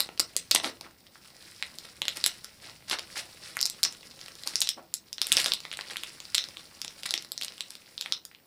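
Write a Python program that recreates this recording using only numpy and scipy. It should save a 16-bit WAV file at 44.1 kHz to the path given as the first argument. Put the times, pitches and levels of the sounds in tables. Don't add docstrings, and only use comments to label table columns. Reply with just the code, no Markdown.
import sys
import numpy as np
from scipy import signal
from scipy.fft import rfft, irfft, next_fast_len
from scipy.io import wavfile
from scipy.ndimage import uniform_filter1d

SR = 44100
rng = np.random.default_rng(int(sys.argv[2]) if len(sys.argv) > 2 else 0)


def int16_out(signal):
    q = np.round(np.clip(np.atleast_2d(signal).T, -1, 1) * 32767)
    wavfile.write(sys.argv[1], SR, q.astype(np.int16))


N = 373086

# start_s, level_db (straight lines between rows)
RUSTLE_LEVEL = [(0, -38.5), (.1, -60.5), (.75, -58), (0.999, -64), (1.6, -53), (1.95, -57.5), (2.19, -48.5),
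                (2.5, -58), (2.85, -61), (3.05, -56), (3.15, -46.5), (3.32, -54.5), (4.42, -54.5),
                (4.549, -45.5), (4.76, -68), (5.12, -65.5), (5.35, -38.5), (5.48, -37.5), (5.58, -56),
                (6.0, -49), (6.19, -54.5), (7.15, -53.5), (7.29, -62.5), (7.45, -55.5), (7.85, -60),
                (8.1, -54), (8.24, -69), (8.46, -68.5)]
# pitch_hz, level_db (relative)
FILM_COLOUR = [(500, -30), (1000, -14), (2000, -6), (3300, -6), (4800, 0), (5600, -3), (6400, -13),
               (9000, -30)]
# pitch_hz, level_db (relative)
SHEEN_COLOUR = [(4500, -55), (6500, -4), (8500, 4.5), (10500, 3), (12500, -7), (15000, -21), (16500, -13)]
USUAL_HZ = 4200


def amp(db):
    return 10 ** (np.asarray(db) / 20)


def rms_one(x):
    return x / np.sqrt(np.mean(x ** 2) + 1e-20)


def curve(rows, s):
    return np.interp(s, *np.transpose(rows))


def at_hz(points, hz):
    points = np.array(points)
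    return np.interp(np.log(np.maximum(hz, 1)), np.log(points[:, 0]), points[:, 1])


def coloured(x, spectrum):
    size = next_fast_len(len(x))
    gain = amp(at_hz(spectrum, np.fft.rfftfreq(size, 1 / SR)))
    filtered = irfft(rfft(x, size) * gain, size)[:len(x)]
    return rms_one(filtered)


def grains(per_s, spread_db, smooth, low_hz, high_hz):
    sizes = amp(spread_db * np.minimum(rng.exponential(1, N), 4)) * rng.choice([-1, 1], N)
    ticks = sizes * (rng.random(N) < per_s / SR) + 1e-18
    dealt = rng.integers(0, 6, N)
    ringing = 0
    for k, hz in enumerate(np.geomspace(low_hz, high_hz, 6)):
        edges = [hz / 1.3, min(hz * 1.3, 0.45 * SR)]
        band = signal.butter(2, edges, "band", fs=SR, output="sos")
        ringing = ringing + signal.sosfilt(band, ticks * (dealt == k)) / np.sqrt(hz)
    return rms_one(ringing) + smooth * rng.standard_normal(N)


def pops(hz, level_db, t60, rise, spread, top_hz, count):
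    t = np.arange(round(0.02 * SR)) / SR
    draw = rng.random((len(hz), count, 3))
    scatter = np.exp(spread * (2 * (np.arange(count) + draw[..., 0]) / count - 1))
    tone_hz = np.minimum(hz[:, None] * scatter, top_hz)
    phase = 2 * np.pi * (tone_hz[..., None] * t + draw[..., 1:2])
    shape = (1 - np.exp(-t / rise)) ** 2 * amp(-60 * t / t60)
    pop = shape * np.sum((0.42 + draw[..., 2:3]) * np.sin(phase), axis=1)
    return amp(level_db)[:, None] * pop / np.abs(pop).max(axis=1, keepdims=True)


def snaps():
    # start_s, ring_db, ring_hz, crack_db (peaks before filtering)
    big_snaps = [(0.0044, -8.5, 4000, -3.5), (0.09, -25.5, 2120, -40), (0.1766, -28, 4000, -32),
                 (0.1963, -6.5, 4280, -3.5), (0.2006, -9.5, 3980, -5), (0.3654, -9, 4800, -2.5),
                 (0.512, -8.5, 4440, -3.5), (0.5154, -3.5, 5050, -23), (0.5485, -10, 4280, -0.5),
                 (0.5514, -6, 4300, -4.5), (0.5602, -5, 3860, -29), (0.6001, -18, 3900, -39),
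                 (0.6448, -10.5, 2860, -33), (0.8107, -25, 3980, -29), (1.0675, -39, 4100, -55),
                 (1.1564, -34, 1380, -58.5), (1.6255, -13, 3000, -25), (1.7859, -22.5, 5120, -25.5),
                 (1.8528, -31, 4170, -40), (2.0185, -12, 3470, -19), (2.0539, -18.5, 3750, -28),
                 (2.082, -7, 3870, -12.5), (2.1708, -29.5, 4100, -19.5), (2.2408, -5.5, 3950, -9),
                 (2.2624, -4, 4220, -1.5), (2.445, -24.5, 5000, -22.5), (2.6968, -31, 3780, -39),
                 (2.8982, -16, 3860, -17.5), (2.912, -10.5, 3840, -33), (2.9875, -18, 3710, -41),
                 (2.9937, -20.5, 3740, -30), (3.1698, -20, 2570, -29), (3.1784, -25, 4400, -22),
                 (3.569, -14.5, 1850, -15.5), (3.5908, -18, 4160, -32.5), (3.606, -15, 5500, -37),
                 (3.6128, -13, 4900, -9), (3.6281, -6, 4850, -17), (3.6553, -10, 4800, -9),
                 (3.662, -14, 5000, -16), (3.699, -20.5, 4900, -13.5), (3.8316, -7.5, 4400, -1.5),
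                 (3.8371, -4, 5600, -11), (3.8503, -8, 4430, -19), (3.855, -17.5, 4160, -30),
                 (3.9253, -29, 3970, -28), (4.1919, -34, 3500, -42), (4.2135, -25, 4000, -38),
                 (4.2614, -28, 3900, -35), (4.2826, -27.5, 3600, -31.5), (4.3537, -33, 4320, -33.5),
                 (4.4356, -24, 3920, -30), (4.4744, -12.5, 4230, -15.5), (4.5566, -6, 5400, -11),
                 (4.6053, -22, 5230, -6), (4.6172, -2.5, 4970, -13), (4.6226, -15, 3800, -10),
                 (4.6732, -12.5, 4400, -22), (4.69, -8, 4370, -13), (4.6935, -21, 4600, -13.5),
                 (4.94, -18.5, 4860, -10), (4.9444, -25, 4800, -19.5), (5.1293, -19, 4520, -23.5),
                 (5.1822, -19, 4000, -46.5), (5.2166, -3.5, 4200, -10), (5.269, -19, 4360, -11),
                 (5.3193, -1.5, 3630, 0), (5.3255, -7, 3970, -2), (5.3688, -1, 4650, -8),
                 (5.3744, -9.5, 3350, -21.5), (5.4011, -11, 3500, -13), (5.4156, -20, 3500, -18),
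                 (5.444, -13, 4000, -13.5), (5.4604, -6.5, 4020, -18.5), (5.4658, -22.5, 4170, -16.5),
                 (5.4827, -16, 4100, -27), (5.5198, -5.5, 4170, -28), (5.5362, -9, 3980, -12),
                 (5.6039, -26.5, 3860, -30.5), (5.652, -19, 2880, -42.5), (5.7152, -20.5, 3950, -49.5),
                 (5.728, -20, 2580, -27), (5.7378, -22, 3100, -47), (5.7719, -27, 3900, -23.5),
                 (5.7905, -20, 1340, -43), (5.8106, -19.5, 3660, -28.5), (5.8998, -24, 2830, -49),
                 (5.9341, -26, 3590, -33.5), (5.959, -22, 2870, -53), (5.969, -17.5, 4000, -19),
                 (6.0349, -19, 3160, -22), (6.2028, -25, 4560, -28), (6.2532, -27, 5600, -35),
                 (6.3465, -5.5, 4060, -11.5), (6.3504, -8, 3970, -7.5), (6.3811, -4, 4560, -17),
                 (6.4404, -17.5, 4160, -30), (6.4872, -27.5, 4860, -32), (6.5701, -24, 3600, -35),
                 (6.8169, -15.5, 4800, -22.5), (6.8473, -21.5, 4180, -22.5), (6.8798, -20, 4320, -48),
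                 (7.0336, -20, 3770, -29), (7.056, -23, 3760, -46), (7.0626, -19.5, 3360, -21),
                 (7.0916, -22, 4350, -35), (7.1081, -11, 4700, -14.5), (7.1397, -6.5, 4300, -12),
                 (7.1775, -15, 4200, -44), (7.224, -31, 4090, -29), (7.2477, -30, 4130, -31.5),
                 (7.3189, -18, 4220, -15), (7.378, -16, 4950, -23), (7.413, -22, 3500, -24),
                 (7.4224, -17, 3760, -31), (7.4342, -18.5, 3800, -20), (7.4472, -22, 4150, -16),
                 (7.4819, -22, 4000, -40), (7.522, -29, 4080, -47), (7.5803, -29, 3440, -35),
                 (7.6073, -14, 4200, -19.5), (7.7053, -25, 4420, -26.5), (7.7532, -25, 3740, -30.5),
                 (7.9789, -18, 3870, -52), (8.0111, -13.5, 4500, -17.5), (8.0236, -21, 4400, -41),
                 (8.0602, -18, 2660, -34), (8.1233, -5, 4180, -23), (8.252, -28.5, 4140, -23),
                 (8.3141, -38, 1690, -75.5), (8.3487, -31.5, 3300, -65.5)]
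    # start_s, level_db
    thump_level = [(0, -28), (.7, -22), (1.6, -48), (2.3, -27), (3.2, -29.5), (3.7, -38), (4.4, -37.5),
                   (4.9, -53), (5.35, -31), (6.0, -37.5), (7.1, -32.5), (7.6, -44), (8.46, -40)]
    thump_follows = 0.53
    thump_db_per_octave, thump_scatter_db = -4.5, 4.5

    s, ring_db, ring_hz, crack_db = np.r_[big_snaps, small_snaps()].T
    octaves = np.log2(ring_hz / USUAL_HZ)
    thump_db = curve(thump_level, s) + thump_follows * ring_db + thump_db_per_octave * octaves
    thump_db = thump_db + thump_scatter_db * rng.standard_normal(len(s))
    flat = np.ones(len(s))

    ring = pops(ring_hz, ring_db, t60=0.0025, rise=0.0001, spread=0.26, top_hz=5380, count=5)
    wide_db = (ring_db + thump_db) / 2 - 4
    wide = pops(ring_hz / 2, wide_db, t60=0.004, rise=0.0002, spread=0.5, top_hz=4000, count=5)
    pop = signal.sosfilt(signal.butter(2, 800, "high", fs=SR, output="sos"), ring + wide)
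    crack = pops(9800 * flat, crack_db, t60=0.0035, rise=0.0001, spread=0.4, top_hz=15500, count=14)
    pop = pop + signal.sosfilt(signal.butter(2, 10500, fs=SR, output="sos"), crack)
    thump = pops(600 * flat, thump_db, t60=0.0066, rise=0.0007, spread=0.79, top_hz=1500, count=3)
    pop = pop + signal.sosfilt(signal.butter(2, 220, "high", fs=SR, output="sos"), thump)

    out = np.zeros(N + pop.shape[1])
    for start, one in zip(np.round(s * SR).astype(int), pop):
        out[start:start + len(one)] += one
    return out[:N]


def small_snaps():
    per_s, crowding = 7.6, 0.6
    over_rustle_db, scatter_db = 18, 8
    crack_step_db = -6

    draw = rng.random((round(per_s * N / SR), 4))
    t = np.arange(N) / SR
    chance = np.cumsum(amp(crowding * curve(RUSTLE_LEVEL, t)))
    s = np.interp(draw[:, 0] * chance[-1], chance, t)
    ring_db = curve(RUSTLE_LEVEL, s) + over_rustle_db + scatter_db * np.log(draw[:, 1] + 0.064)
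    ring_hz = USUAL_HZ * np.exp(0.6 * draw[:, 2] - 0.4)
    crack_db = ring_db + crack_step_db - 8 * draw[:, 3]
    return np.c_[s, ring_db, ring_hz, crack_db]


def scrunches():
    # start_s, length_s, film_db, body_db, body_hz
    bursts = [(0.626, 0.085, -36.5, -38, 507), (0.833, 0.066, -62, -51.5, 1180),
              (1.848, 0.011, -45.5, -50.5, 600), (2.155, 0.034, -40.5, -47.5, 1000),
              (2.609, 0.13, -50, -55.5, 1210), (2.875, 0.064, -43, -57, 1500),
              (2.907, 0.051, -33, -32.5, 1750), (2.988, 0.0097, -35.5, -61, 1500),
              (3.152, 0.076, -36, -47, 1500), (3.409, 0.15, -47, -60, 990), (3.845, 0.03, -64, -46, 497),
              (4.459, 0.025, -43, -43.5, 596), (4.765, 0.05, -59.5, -46.5, 496),
              (5.375, 0.039, -30, -45, 1200), (5.903, 0.026, -39.5, -42.5, 1150),
              (7.055, 0.017, -33, -60, 1500), (7.413, 0.033, -43.5, -54, 1000)]
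    sheen_db = -9

    t = np.arange(N) / SR
    film, body = np.zeros(N), np.zeros(N)
    knead = grains(1500, spread_db=4.5, smooth=0.3, low_hz=293, high_hz=3000)
    for start, length, film_db, body_db, body_hz in bursts:
        span = slice(round(start * SR), round((start + length) * SR))
        u = (t[span] - start) / length
        shape = np.clip(np.minimum(u / 0.17, (1 - u) / 0.5), 0, 1)
        band = signal.butter(2, [body_hz / 3.0, body_hz * 2.4], "band", fs=SR, output="sos")
        film[span] += amp(film_db) * shape
        body[span] += amp(body_db) * shape * rms_one(signal.sosfilt(band, knead[span]))
    crush = grains(3000, spread_db=4.0, smooth=0.6, low_hz=1500, high_hz=11000)
    bright = coloured(crush, FILM_COLOUR) + amp(sheen_db) * coloured(crush, SHEEN_COLOUR)
    return body + film * bright


def rustle():
    # pitch_hz, level_db (relative)
    slab_colour = [(120, 7), (250, -4), (500, 0.5), (900, -2.5), (1800, -8.5), (4000, -32.5)]
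    usual_db, sheen_db, rumble_db = -55, -62, -63.5
    sheen_follows, rumble_follows = 1, 0.74

    film_db = curve(RUSTLE_LEVEL, np.arange(N) / SR)
    swing = film_db - usual_db
    film = amp(film_db)
    sheen = amp(sheen_db + sheen_follows * swing)
    body = amp(rumble_db + rumble_follows * swing)
    slow = signal.sosfilt(signal.butter(2, 25, fs=SR, output="sos"), rng.standard_normal(N))
    grip = amp(2.1 * rms_one(slow))
    drag = grip * grains(600, spread_db=3.7, smooth=1.3, low_hz=1200, high_hz=9000)
    rumble = grains(300, spread_db=2.5, smooth=1.2, low_hz=200, high_hz=1500)
    bright = film * coloured(drag, FILM_COLOUR) + sheen * coloured(drag, SHEEN_COLOUR)
    return bright + body * coloured(rumble, slab_colour)


def echoes(x):
    # delay_s, level_db (in the bass; less treble)
    reflections = [(.0036, -15), (.0061, -22.5), (.0089, -19.5), (0.0149, -22), (0.018, -26.5)]
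    taps = np.zeros(round(0.03 * SR))
    for delay, level_db in reflections:
        taps[round(delay * SR)] += amp(level_db)
    dulled = signal.lfilter([0.6], [1, -0.4], taps)
    return signal.fftconvolve(x, dulled)[:N]


def room(x, count=6):
    step = 1764
    place = np.repeat(rng.integers(0, count, N // step + 1), step)[:N]
    share = [uniform_filter1d(1.0 * (place == k), size=200) for k in range(count)]
    return sum(signal.oaconvolve(x * part, tail())[:N] for part in share)


def tail():
    # pitch_hz, fade_s
    fade_times = [(300, 0.3), (1000, 0.23), (3000, 0.19), (6000, 0.16), (10000, 0.095), (15000, 0.11)]
    first_echo_s, build_up_s = 0.0021, 0.0048

    t = np.arange(round(0.4 * SR)) / SR
    lumps = amp(3.1 * rms_one(signal.lfilter([1], [1, -0.97], rng.standard_normal(len(t)))))
    white = lumps * rng.standard_normal(len(t))
    edges = 70 * 2 ** np.arange(0, 8.1, 0.5)
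    out = 0
    for low, high in zip(edges, edges[1:]):
        band = signal.sosfilt(signal.butter(2, [low, high], "band", fs=SR, output="sos"), white)
        out = out + band * amp(-60 * t / at_hz(fade_times, np.sqrt(low * high)))
    out = out * np.clip((t - first_echo_s) / build_up_s, 0, 1)
    return out / np.sqrt(np.sum(out ** 2))


def floor():
    # pitch_hz, level_db (relative)
    hiss_colour = [(25, -31), (60, 7.5), (160, 9.5), (500, -1.5), (1100, -7), (4500, -31), (10000, -17),
                   (14000, -9.5), (16500, -46)]
    # start_s, gain_db
    bass_swell = [(0, 4.5), (.7, 7), (1.1, -1.5), (2.8, 6), (4.2, 1.5), (4.9, -2.5), (6.5, 2.5),
                  (7.3, -6.5), (8.46, -7.5)]
    hiss_db, bass_hz = -65, 180
    whine_hz, whine_db, waver_hz = 14993, -71, 4.0

    waver = rms_one(signal.lfilter([1], [1, -0.9995], rng.standard_normal(N)))
    phase = 2 * np.pi * np.cumsum(whine_hz + waver_hz * waver) / SR
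    whine = np.sqrt(2) * amp(whine_db) * np.sin(phase)
    hiss = coloured(rng.standard_normal(N), hiss_colour)
    bass = signal.sosfiltfilt(signal.butter(2, bass_hz, fs=SR, output="sos"), hiss)
    swollen = amp(curve(bass_swell, np.arange(N) / SR)) * bass
    return amp(hiss_db) * (hiss - bass + swollen) + whine


def scene():
    room_db = -7.5
    near = snaps() + scrunches() + rustle()
    return (near + echoes(near) + amp(room_db) * room(near) + floor())[None]


def record(dry):
    peak_limit, cutoff_hz = 0.62, 17000
    held = dry / (1 + np.abs(dry / peak_limit) ** 4) ** (1 / 4)
    return signal.sosfilt(signal.cheby2(12, 60, cutoff_hz, fs=SR, output="sos"), held)


dry = scene()
out = record(dry)
int16_out(out)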